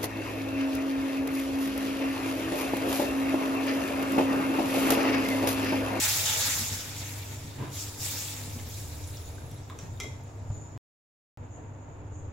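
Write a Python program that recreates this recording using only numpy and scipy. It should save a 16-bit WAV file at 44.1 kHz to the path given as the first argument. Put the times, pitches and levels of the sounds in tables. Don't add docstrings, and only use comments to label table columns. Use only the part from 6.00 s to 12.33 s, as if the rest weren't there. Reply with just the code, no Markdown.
import sys
import numpy as np
from scipy import signal
from scipy.fft import rfft, irfft, next_fast_len
from scipy.io import wavfile

SR = 44100
rng = np.random.default_rng(int(sys.argv[2]) if len(sys.argv) > 2 else 0)


def dump(signal):
    limited = np.clip(np.atleast_2d(signal).T, -1, 1)
    pcm = np.round(limited * 32767).astype(np.int16)
    wavfile.write(sys.argv[1], SR, pcm)


N = 279086
SIZE = next_fast_len(N, real=True)
TIME = np.arange(N) / SR
BINS = np.maximum(np.arange(SIZE // 2 + 1) * SR / SIZE, 1)

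# pitch_hz [Hz], likeness [-1 to 1]
LIKENESS = [(25, .7), (70, .96), (120, .98), (180, .8), (245, .88), (305, .6), (410, .8), (520, .45),
            (670, .55), (820, .1), (1200, -.1), (1700, .08), (2300, 0), (2700, .45), (3100, .08),
            (3550, .5), (4100, -.05), (5500, 0), (6650, 0), (7000, .72), (7350, .75), (7800, .2),
            (10500, .3), (15500, .15)]


def from_db(db):
    return 10 ** (np.asarray(db) / 20)


def rms_one(x):
    return x / np.sqrt(np.mean(x ** 2) + 1e-20)


def at_hz(points):
    hz, value = np.transpose(points)
    return np.interp(np.log(BINS), np.log(hz), value)


def shaped(x, gain):
    return irfft(rfft(x, SIZE) * gain, SIZE)[..., :N]


def colour(x, spectrum, peaks=()):
    db = at_hz(spectrum)
    for hz, width_hz, lift_db in peaks:
        db = db + lift_db / (1 + (2 * (BINS - hz) / width_hz) ** 2)
    return rms_one(shaped(x, from_db(db)))


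def spread(pair):
    alike = np.clip(at_hz(LIKENESS), -1, 1)
    mid, side = shaped(pair, np.sqrt([1 + alike, 1 - alike]))
    return np.array([mid + side, mid - side])


def butter(x, hz, kind, order=2):
    sos = signal.butter(order, np.clip(hz, 10, .45 * SR), kind, fs=SR, output="sos")
    return signal.sosfilt(sos, x + 1e-18)


def drift(rate):
    step = SR // 500
    pole = np.exp(-2 * np.pi * rate * step / SR)
    noise = rng.standard_normal(N // step + 502)
    slow = signal.lfilter([1], [1, -2 * pole, pole ** 2], noise)[500:]
    return np.interp(np.arange(N) / step, np.arange(len(slow)), rms_one(slow))


def grains(per_s, spread_db):
    sizes = from_db(spread_db * np.minimum(rng.exponential(1, N), 4))
    signs = rng.choice([-1, 1], N)
    return rms_one(sizes * signs * (rng.random(N) < per_s / SR))


def wide_grains(per_s, spread_db):
    return spread(np.array([grains(per_s, spread_db) for ear in range(2)]))


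def dying(t, t60):
    return (t >= 0) * from_db(-60 * np.clip(t / t60, 0, 4))


def burst(start_s, attack_s, hold_s, fall_db_per_s):
    age = TIME - start_s
    rise = np.sin(np.pi / 2 * np.clip(age / attack_s, 0, 1)) ** 2
    return rise * from_db(-fall_db_per_s * np.maximum(age - attack_s - hold_s, 0))


def swell(peak_s, half_s):
    return np.exp(-np.minimum(((TIME - peak_s) / half_s) ** 2, 20))


def kitchen(x, wet_db, wall_hz=9000):
    t = TIME[:SR // 2]
    noise = butter(rng.standard_normal((2, len(t))), wall_hz, "low", order=1)
    tail = noise * dying(t - .003, t60=0.45)
    tail /= np.sqrt(np.sum(tail ** 2))
    echoes = signal.oaconvolve(x[None], tail, axes=1)[:, :N]
    return x + from_db(wet_db) * spread(echoes)


def boiling():
    # start_s [s], level_db [dB before the sizzle's gain], hold_s [s], fall_db_per_s [dB/s],
    # fine_db and coarse_db [dB relative to the sizzle]
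    flares = [(-0.147, -31.5, 0.12, 24, -0.5, -3.5), (0.202, -36, 0.15, 48.5, -4.5, -3),
              (0.342, -36.5, 0.12, 51.5, -2, -8.5), (0.924, -53, 0.1, 27, 2, 1.5),
              (1.692, -42.5, 0.033, 74, -4, -7.5), (1.965, -38.5, 0.0041, 27, -1.5, -5),
              (2.647, -53, 0.027, 24.5, 2, -3), (3.0, -66, 0.11, 58, 6, 3),
              (3.723, -80.5, 0.16, 29.5, 9, -12)]
    # time_s [s], level_db [dB before the sizzle's gain]
    simmer = [(0.8, -48), (1.65, -59), (3.4, -64.5), (3.8, -66.5), (4.6, -71), (5.4, -80)]
    flare_s, build_s, spray_lead_s, spray_linger_s = 0.084, 0.28, 0.019, 0.03
    simmer_fine_db, simmer_coarse_db = -8.5, -3

    time_s, level_db = np.transpose(simmer)
    simmering = from_db(np.interp(TIME, time_s, level_db))
    power = simmering ** 2 * from_db([[0], [simmer_fine_db], [simmer_coarse_db]]) ** 2
    for s, db, hold_s, fall, fine_db, coarse_db in flares:
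        flare = from_db(db) * burst(s, flare_s, hold_s, fall)
        spray_shape = burst(s - spray_lead_s, flare_s + spray_lead_s, hold_s + spray_linger_s, fall)
        spray = from_db(db + fine_db) * spray_shape
        boil = from_db(coarse_db) * flare * np.sqrt(np.clip((TIME - s) / build_s, 0, 1))
        power += np.array([flare, spray, boil]) ** 2
    return np.sqrt(power)


def patches(x, depth_db, rate=16, count=12):
    place = np.interp(np.sqrt(BINS), np.sqrt([1000, 15000]), [0, count - 1])
    spectrum = rfft(x, SIZE)
    out = 0
    for k in range(count):
        band = irfft(spectrum * np.maximum(1 - abs(place - k), 0), SIZE)[:, :N]
        out = out + band * from_db(depth_db * drift(rate))
    return out


def sizzle(strength, spray, boil, gain_db=3.0, flutter_db=.5, patchy_db=2.0):
    # pitch_hz [Hz], level_db [dB per Hz]
    sizzle_colour = [(120, -17.5), (220, -8), (380, -25), (520, -13.5), (850, -8.5), (1200, -4),
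                     (2200, 1.1), (3300, -6), (4600, -2.5), (6200, -2), (7600, -1), (8900, -8),
                     (11200, -4.5), (15500, -4.5)]
    # pitch_hz [Hz], width_hz [Hz], lift_db [dB]
    sizzle_peaks = [(854, 120, 10), (2750, 76, 1.5), (3366, 640, 6), (3765, 190, 4), (5050, 70, -0.5),
                    (6100, 60, 2), (7000, 450, 1.5), (11060, 1100, 3)]
    bursts_per_s, spits_per_s, spit_db = 9000, 200, -8
    boil_hz, spray_hz = 4200, 8300

    bursts = wide_grains(bursts_per_s, spread_db=1.0)
    sparse = np.interp(strength, from_db([-42, -34]), [1, .5])
    spits = from_db(spit_db) * sparse * grains(spits_per_s, spread_db=-0.5)
    centre = grains(bursts_per_s, spread_db=2) + spits
    hot_spot = rms_one(kitchen(centre, wet_db=8, wall_hz=16000))
    hiss = colour(patches(bursts + hot_spot, patchy_db), sizzle_colour, sizzle_peaks)

    fine = 1 / (1 + (spray_hz / BINS) ** 16)
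    coarse = 1 / (1 + (BINS / boil_hz) ** 8)
    middle_part = strength * rms_one(shaped(hiss, 1 - fine - coarse))
    fine_part = spray * rms_one(shaped(hiss, fine))
    coarse_part = boil * rms_one(shaped(hiss, coarse))
    return (middle_part + fine_part + coarse_part) * from_db(gain_db + flutter_db * drift(55))


def surge(peak_s=0.307, half_s=0.06, level_db=-34, pitch_hz=3300, width_hz=1000):
    boil = wide_grains(5000, spread_db=2)
    band = rms_one(butter(boil, [pitch_hz - width_hz / 2, pitch_hz + width_hz / 2], "band"))
    return band * from_db(level_db) * swell(peak_s, half_s)


def crackle(strength, per_s=110, level_db=-11, cycles=30, low_hz=2400, high_hz=12000, count=16):
    t = TIME[:SR // 50]
    pops = 0
    for hz in np.geomspace(low_hz, high_hz, count):
        pop = np.sin(2 * np.pi * hz * t) * dying(t, cycles / hz)
        pops = pops + signal.oaconvolve(grains(per_s / count, spread_db=1.5), pop)[:N]
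    limited = np.minimum(strength, from_db(-35.0))
    return kitchen(rms_one(pops) * limited * from_db(level_db), wet_db=-7)


def gurgle(boil, per_s=70, level_db=-16, cycles=22, low_hz=480, high_hz=2200, count=12):
    t = TIME[:SR // 10]
    rings = 0
    for hz in np.geomspace(low_hz, high_hz, count):
        bubble = np.sin(2 * np.pi * hz * t * (1 + 0.55 * t)) * dying(t, cycles / hz)
        rings = rings + signal.oaconvolve(grains(per_s / count, spread_db=-1.5), bubble)[:N]
    return kitchen(rms_one(rings) * boil * from_db(level_db), wet_db=0.5)


def singing(gain_db=1, flutter_db=2.0, width_hz=230):
    # peak_s [s], level_db [dB before the gain],
    # pitch_hz, pitch raised or lowered in level [Hz], lift_db, change at that pitch [dB]
    swarms = [(3.25, -57.5, 7250, -3), (3.87, -60.5, 7000, 6), (4.23, -62.5, 7120, 2),
              (4.49, -77, 7000, 11), (4.57, -50.5, 7060, 13), (5.53, -60, 6600, 0.5), (5.85, -65, 6750, 5),
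              (6.16, -59, 6500, 1)]
    # pitch_hz [Hz], level_db [dB per Hz]
    singing_colour = [(5000, -39.5), (5800, -32), (6200, -9), (6600, -5), (6880, -2), (7060, -2),
                      (7250, -4), (7600, -24.5), (8100, -17), (8700, -60), (12000, -65)]
    rise_db_per_s, fall_db_per_s = 155, 65
    warm_s, warming_s, bed_db = 2.5, 0.45, -72.5

    swarm = wide_grains(15000, spread_db=2)
    warmth = np.clip((TIME - warm_s) / warming_s, 0, 1)
    out = colour(swarm, singing_colour) * from_db(bed_db) * warmth
    for s, db, hz, lift_db in swarms:
        bubbles = np.roll(swarm, rng.integers(N), axis=1)
        drop_db = np.maximum(rise_db_per_s * (s - TIME), fall_db_per_s * (TIME - s))
        sung = colour(bubbles, singing_colour, [(hz, width_hz, lift_db)])
        out = out + sung * from_db(db - drop_db)
    return out * from_db(gain_db + flutter_db * drift(24))


def stirring():
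    # peak_s [s], half_s, half length [s],
    # rasp_db [dB], ring_db of the bowl [dB before the level of each resonance]
    strokes = [(1.805, 0.26, -57.5, -57), (2.6, 0.94, -69, -72), (3.17, 0.32, -78, -57),
               (3.52, 0.066, -71, -60.5), (3.824, 0.048, -58, -82), (4.06, 0.064, -74, -80.5)]
    return sum(from_db([[rasp_db], [ring_db]]) * swell(s, half_s) for s, half_s, rasp_db, ring_db in strokes)


def pan_ring(bright_hz, damping, split=0.02, count=5):
    # pitch_hz, centre of the cluster [Hz], level_db [dB, relative],
    # t60_s, time to lose 60 dB before the gravy damps it [s]
    pan_modes = [(443, 16.5, 0.32), (728, 6, .2), (1320, -1.5, 0.21), (2077, 0, 0.41), (2180, -1, 0.25),
                 (2295, -2.5, 0.23), (2440, 0.5, .15), (3310, 5, 0.088), (3540, -3, 0.081),
                 (3830, -1, 0.098), (4270, -7, 0.15), (5370, -0.5, .18), (5830, 3.5, 0.21), (6150, 4, 0.16),
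                 (6100, -11, .18), (6910, -0.5, 0.15), (7130, -3, 0.15), (7340, 2.5, 0.19),
                 (8000, 2, 0.079), (10800, -1, .08)]
    crack_db, crack_t60, chatter_db, chatter_t60 = -16, 0.009, -26, 0.036
    t = TIME[:SR // 2]

    hz, db, t60 = np.repeat(pan_modes, count, axis=0).T[:, :, None]
    places = np.tile(np.linspace(-1, 1, count), len(pan_modes))[:, None]
    hz = hz * (1 + split * (places + rng.uniform(-0.82, 1, hz.shape) / count))
    favour = 1 / (1 + np.log2(hz / bright_hz) ** 2)
    strength = from_db(db + rng.normal(0, 1, hz.shape)) * favour / np.sqrt(count)
    waves = np.sin(2 * np.pi * hz * t) * rng.choice([-1, 1], hz.shape)
    modes = strength * waves * dying(t, t60 * np.clip(1 - damping, .025, 1))

    chatter = from_db(chatter_db) * rng.standard_normal(len(t)) * dying(t, chatter_t60)
    contact = (t == 0) + chatter
    ring = signal.fftconvolve(modes.sum(axis=0), contact)[:len(t)]
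    crack_noise = butter(rng.standard_normal(len(t)), [bright_hz / 0.92, bright_hz * 2.5], "band")
    crack = rms_one(crack_noise) * dying(t, crack_t60)
    return from_db(-15.5) * ring + from_db(crack_db) * crack


def spoon(rasping, slips_per_s=2600, uneven_db=2, snap_hz=5000, snap_t60=0.0257, wet_db=-2):
    # start_s [s], level_db [dB], bright_hz, brightest pitch [Hz],
    # damping by the gravy [0-1], snap_db of bare metal [dB relative to the knock]
    knocks = [(2.598, -33.5, 3000, 0.93, -30), (3.041, -36.5, 5000, 0.95, -24),
              (3.382, -47, 5500, 0.93, -25), (3.514, -44, 4500, 0.73, -18), (3.58, -47, 3580, 0.6, -24),
              (3.699, -27, 1820, 1, -27), (3.7886, -30, 3730, 0.91, -26.5),
              (4.001, -20.5, 3300, 0.84, -21.5), (4.006, -30.5, 2300, 0.55, -24),
              (4.021, -41.5, 5500, 0.9, -24), (4.035, -31.5, 4020, 0.91, -18)]
    # pitch_hz [Hz], level_db [dB per Hz]
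    rasp_colour = [(200, -13), (500, -2), (1200, 4), (2600, -5), (4500, -5.5), (7500, -8.5), (9000, -20),
                   (15000, -20)]
    out, t = np.zeros(N), TIME[:SR // 2]
    for s, db, bright_hz, damping, snap_db in knocks:
        snap = rms_one(butter(rng.standard_normal(len(t)), snap_hz, "high", order=1)) * dying(t, snap_t60)
        at = round(s * SR)
        out[at:at + len(t)] += from_db(db) * (pan_ring(bright_hz, damping) + from_db(snap_db) * snap)
    rasp = colour(grains(slips_per_s, spread_db=4.5), rasp_colour)
    out += rasp * rasping * from_db(uneven_db * drift(7.1))
    return kitchen(out, wet_db)


def rubbing(ringing, flicker_db=4.0):
    # [dB, relative]
    rub_modes = [(3815, 350, -8.5), (10900, 400, -6.5)]
    friction = wide_grains(500, spread_db=3)
    rings = 0
    for hz, width_hz, db in rub_modes:
        band = rms_one(butter(friction, [hz - width_hz / 2, hz + width_hz / 2], "band"))
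        rings = rings + band * from_db(db + flicker_db * drift(25))
    return rings * ringing


def plops(cycles=40, rise_per_s=0.52, attack_s=0.0017, snap_db=-14, snap_t60=0.038):
    # start_s [s], level_db of the ring before it dies [dB],
    # pitch_hz at the start [Hz]
    plops_and_ticks = [(1.625, -34, 993), (2.283, -26, 3430), (2.588, -38, 3070), (2.598, -44, 1700),
                       (3.030, -42, 8400), (3.074, -32, 8160), (3.170, -30, 5350), (3.381, -41, 1530),
                       (3.513, -39, 11100), (3.699, -38, 1020), (3.704, -40.5, 1220), (3.722, -43, 1110),
                       (3.974, -47, 3680), (4.235, -48, 10600)]
    out, t = np.zeros(N), TIME[:SR // 5]
    for s, db, hz in plops_and_ticks:
        wave = np.sin(2 * np.pi * hz * t * (1 + rise_per_s * t))
        ring = wave * dying(t, attack_s + cycles / hz) * np.minimum(t / attack_s, 1)
        snap_noise = butter(rng.standard_normal(len(t)), [hz / 1.3, hz * 1.2], "band")
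        snap = rms_one(snap_noise) * dying(t, snap_t60)
        at = round(s * SR)
        out[at:at + len(t)] += from_db(db) * (ring + from_db(snap_db) * snap)
    return kitchen(out, wet_db=-6)


def bumps(low_hz=95, rise_s=0.0029, slap_db=-24, thud_db=4, thud_cycles=5, thud_top_hz=170, body_t60=0.069):
    # start_s [s], level_db [dB], edge_hz, upper edge of the body [Hz]
    blows = [(0.592, -31, 250), (0.718, -31.5, 142), (1.447, -30.5, 160), (1.583, -33, 155),
             (1.62, -36.5, 172), (2.472, -31, 173.4), (2.558, -34, 200), (3.516, -38.5, 200),
             (3.831, -33, 213), (4.003, -46, 520), (4.04, -34.5, 630), (4.5, -26.5, 165)]
    out, t = np.zeros(N), TIME[:SR // 2]
    for s, db, edge_hz in blows:
        push = butter(rng.standard_normal(SR), low_hz, "high")
        slap = from_db(slap_db) * butter(push, edge_hz * 4.1, "low")
        body = butter(push, edge_hz, "low", order=6) + slap
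        shake = rms_one(body[-len(t):]) * dying(t, body_t60)
        thud_hz = min(0.69 * edge_hz, thud_top_hz)
        thud = from_db(thud_db) * np.sin(2 * np.pi * thud_hz * t) * dying(t, thud_cycles / thud_hz)
        hit = from_db(db) * (thud + shake) * (1 - np.exp(-t / rise_s))
        at = round(s * SR)
        out[at:at + len(t)] += hit[:N - at]
    return kitchen(out, wet_db=-6.0)


def rocking():
    # peak_s [s], level_db [dB]
    sloshes = [(2.62, -43), (2.98, -41), (3.35, -45.5), (3.98, -43.5), (4.51, -44), (6.182, -44.5)]
    # pitch_hz [Hz], level_db [dB per Hz]
    rocking_colour = [(20, -4), (45, -10.5), (85, 10.5), (125, -12), (200, -28), (600, -72)]
    shove_colour = [(60, -17.5), (130, 11), (200, -9), (320, 2.5), (600, -14.5), (1050, -16.5),
                    (1400, -20.5), (2800, -22.5), (6000, -46)]
    # pitch_hz [Hz], width_hz [Hz], lift_db [dB]
    shove_peaks = [(950, 165, 7.5), (1700, 300, 3.5), (2710, 220, 3.5)]
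    shove_db, knocks_per_s = -35.5, 840

    churn = spread(rng.standard_normal((2, N)))
    sloshing = sum(from_db(db) * swell(s, half_s=0.19) for s, db in sloshes)
    rumble = colour(churn, rocking_colour) * sloshing
    judder = kitchen(grains(knocks_per_s, spread_db=1.5), wet_db=-0.5)
    push = from_db(shove_db) * burst(start_s=1.545, attack_s=0.084, hold_s=0.015, fall_db_per_s=114)
    return rumble + colour(judder, shove_colour, shove_peaks) * push


def flame(level_db=-44.0, flicker_db=0.96):
    # pitch_hz [Hz], level_db [dB per Hz]
    flame_colour = [(20, -7), (40, -14.5), (62, -5), (84, 4), (108, -4), (135, -2), (195, -14.5),
                    (430, -10.5), (900, -16), (1300, -22), (2500, -30.5), (5000, -49.5), (9000, -66.5),
                    (15800, -66.5)]
    # pitch_hz [Hz], width_hz [Hz], lift_db [dB]
    room_peaks = [(118, 81, 4.8), (248.2, 20, 11.2), (293.7, 12, 6.7), (475, 42, 0.87), (924, 100, 4.9)]
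    roar = colour(spread(rng.standard_normal((2, N))), flame_colour, room_peaks)
    return roar * from_db(level_db + flicker_db * drift(rate=20.0))


def hum(waver_db=2.0, waver_rad=0.3):
    # pitch_hz [Hz], level_db [dB rms before the waver]
    hum_tones = [(100, -44.5), (300, -60)]
    phase = waver_rad * drift(rate=2.1)
    out = 0
    for hz, db in hum_tones:
        level = np.sqrt(2) * from_db(db + waver_db * drift(2.7))
        out = out + level * np.sin(2 * np.pi * hz * TIME + phase)
    return out


def scene():
    strength, spray, boil = boiling()
    rasping, ringing = stirring()
    water = sizzle(strength, spray, boil) + surge() + crackle(strength) + gurgle(boil) + singing()
    stirred = spoon(rasping) + rubbing(ringing) + plops() + bumps() + rocking()
    return water + stirred + flame() + hum()


def record(dry):
    # pitch_hz [Hz], balance_db, left minus right [dB]
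    port_balance = [(30, 3.5), (80, 0), (200, 1), (380, -1.5), (800, -0.3), (2400, -0.3), (4400, -0.5),
                    (8100, 1), (15000, 1.5)]
    # start_s [s], end_s [s]
    silence = (4.7767, 5.3735)
    cutoff_hz = 15800
    heard = shaped(dry, from_db(at_hz(port_balance) * np.array([[.5], [-.5]])))
    running = (TIME < silence[0]) | (TIME > silence[1])
    top_cut = signal.ellip(12, .1, 80, cutoff_hz, fs=SR, output="sos")
    return signal.sosfilt(top_cut, heard * running)


dry = scene()
out = record(dry)
dump(out)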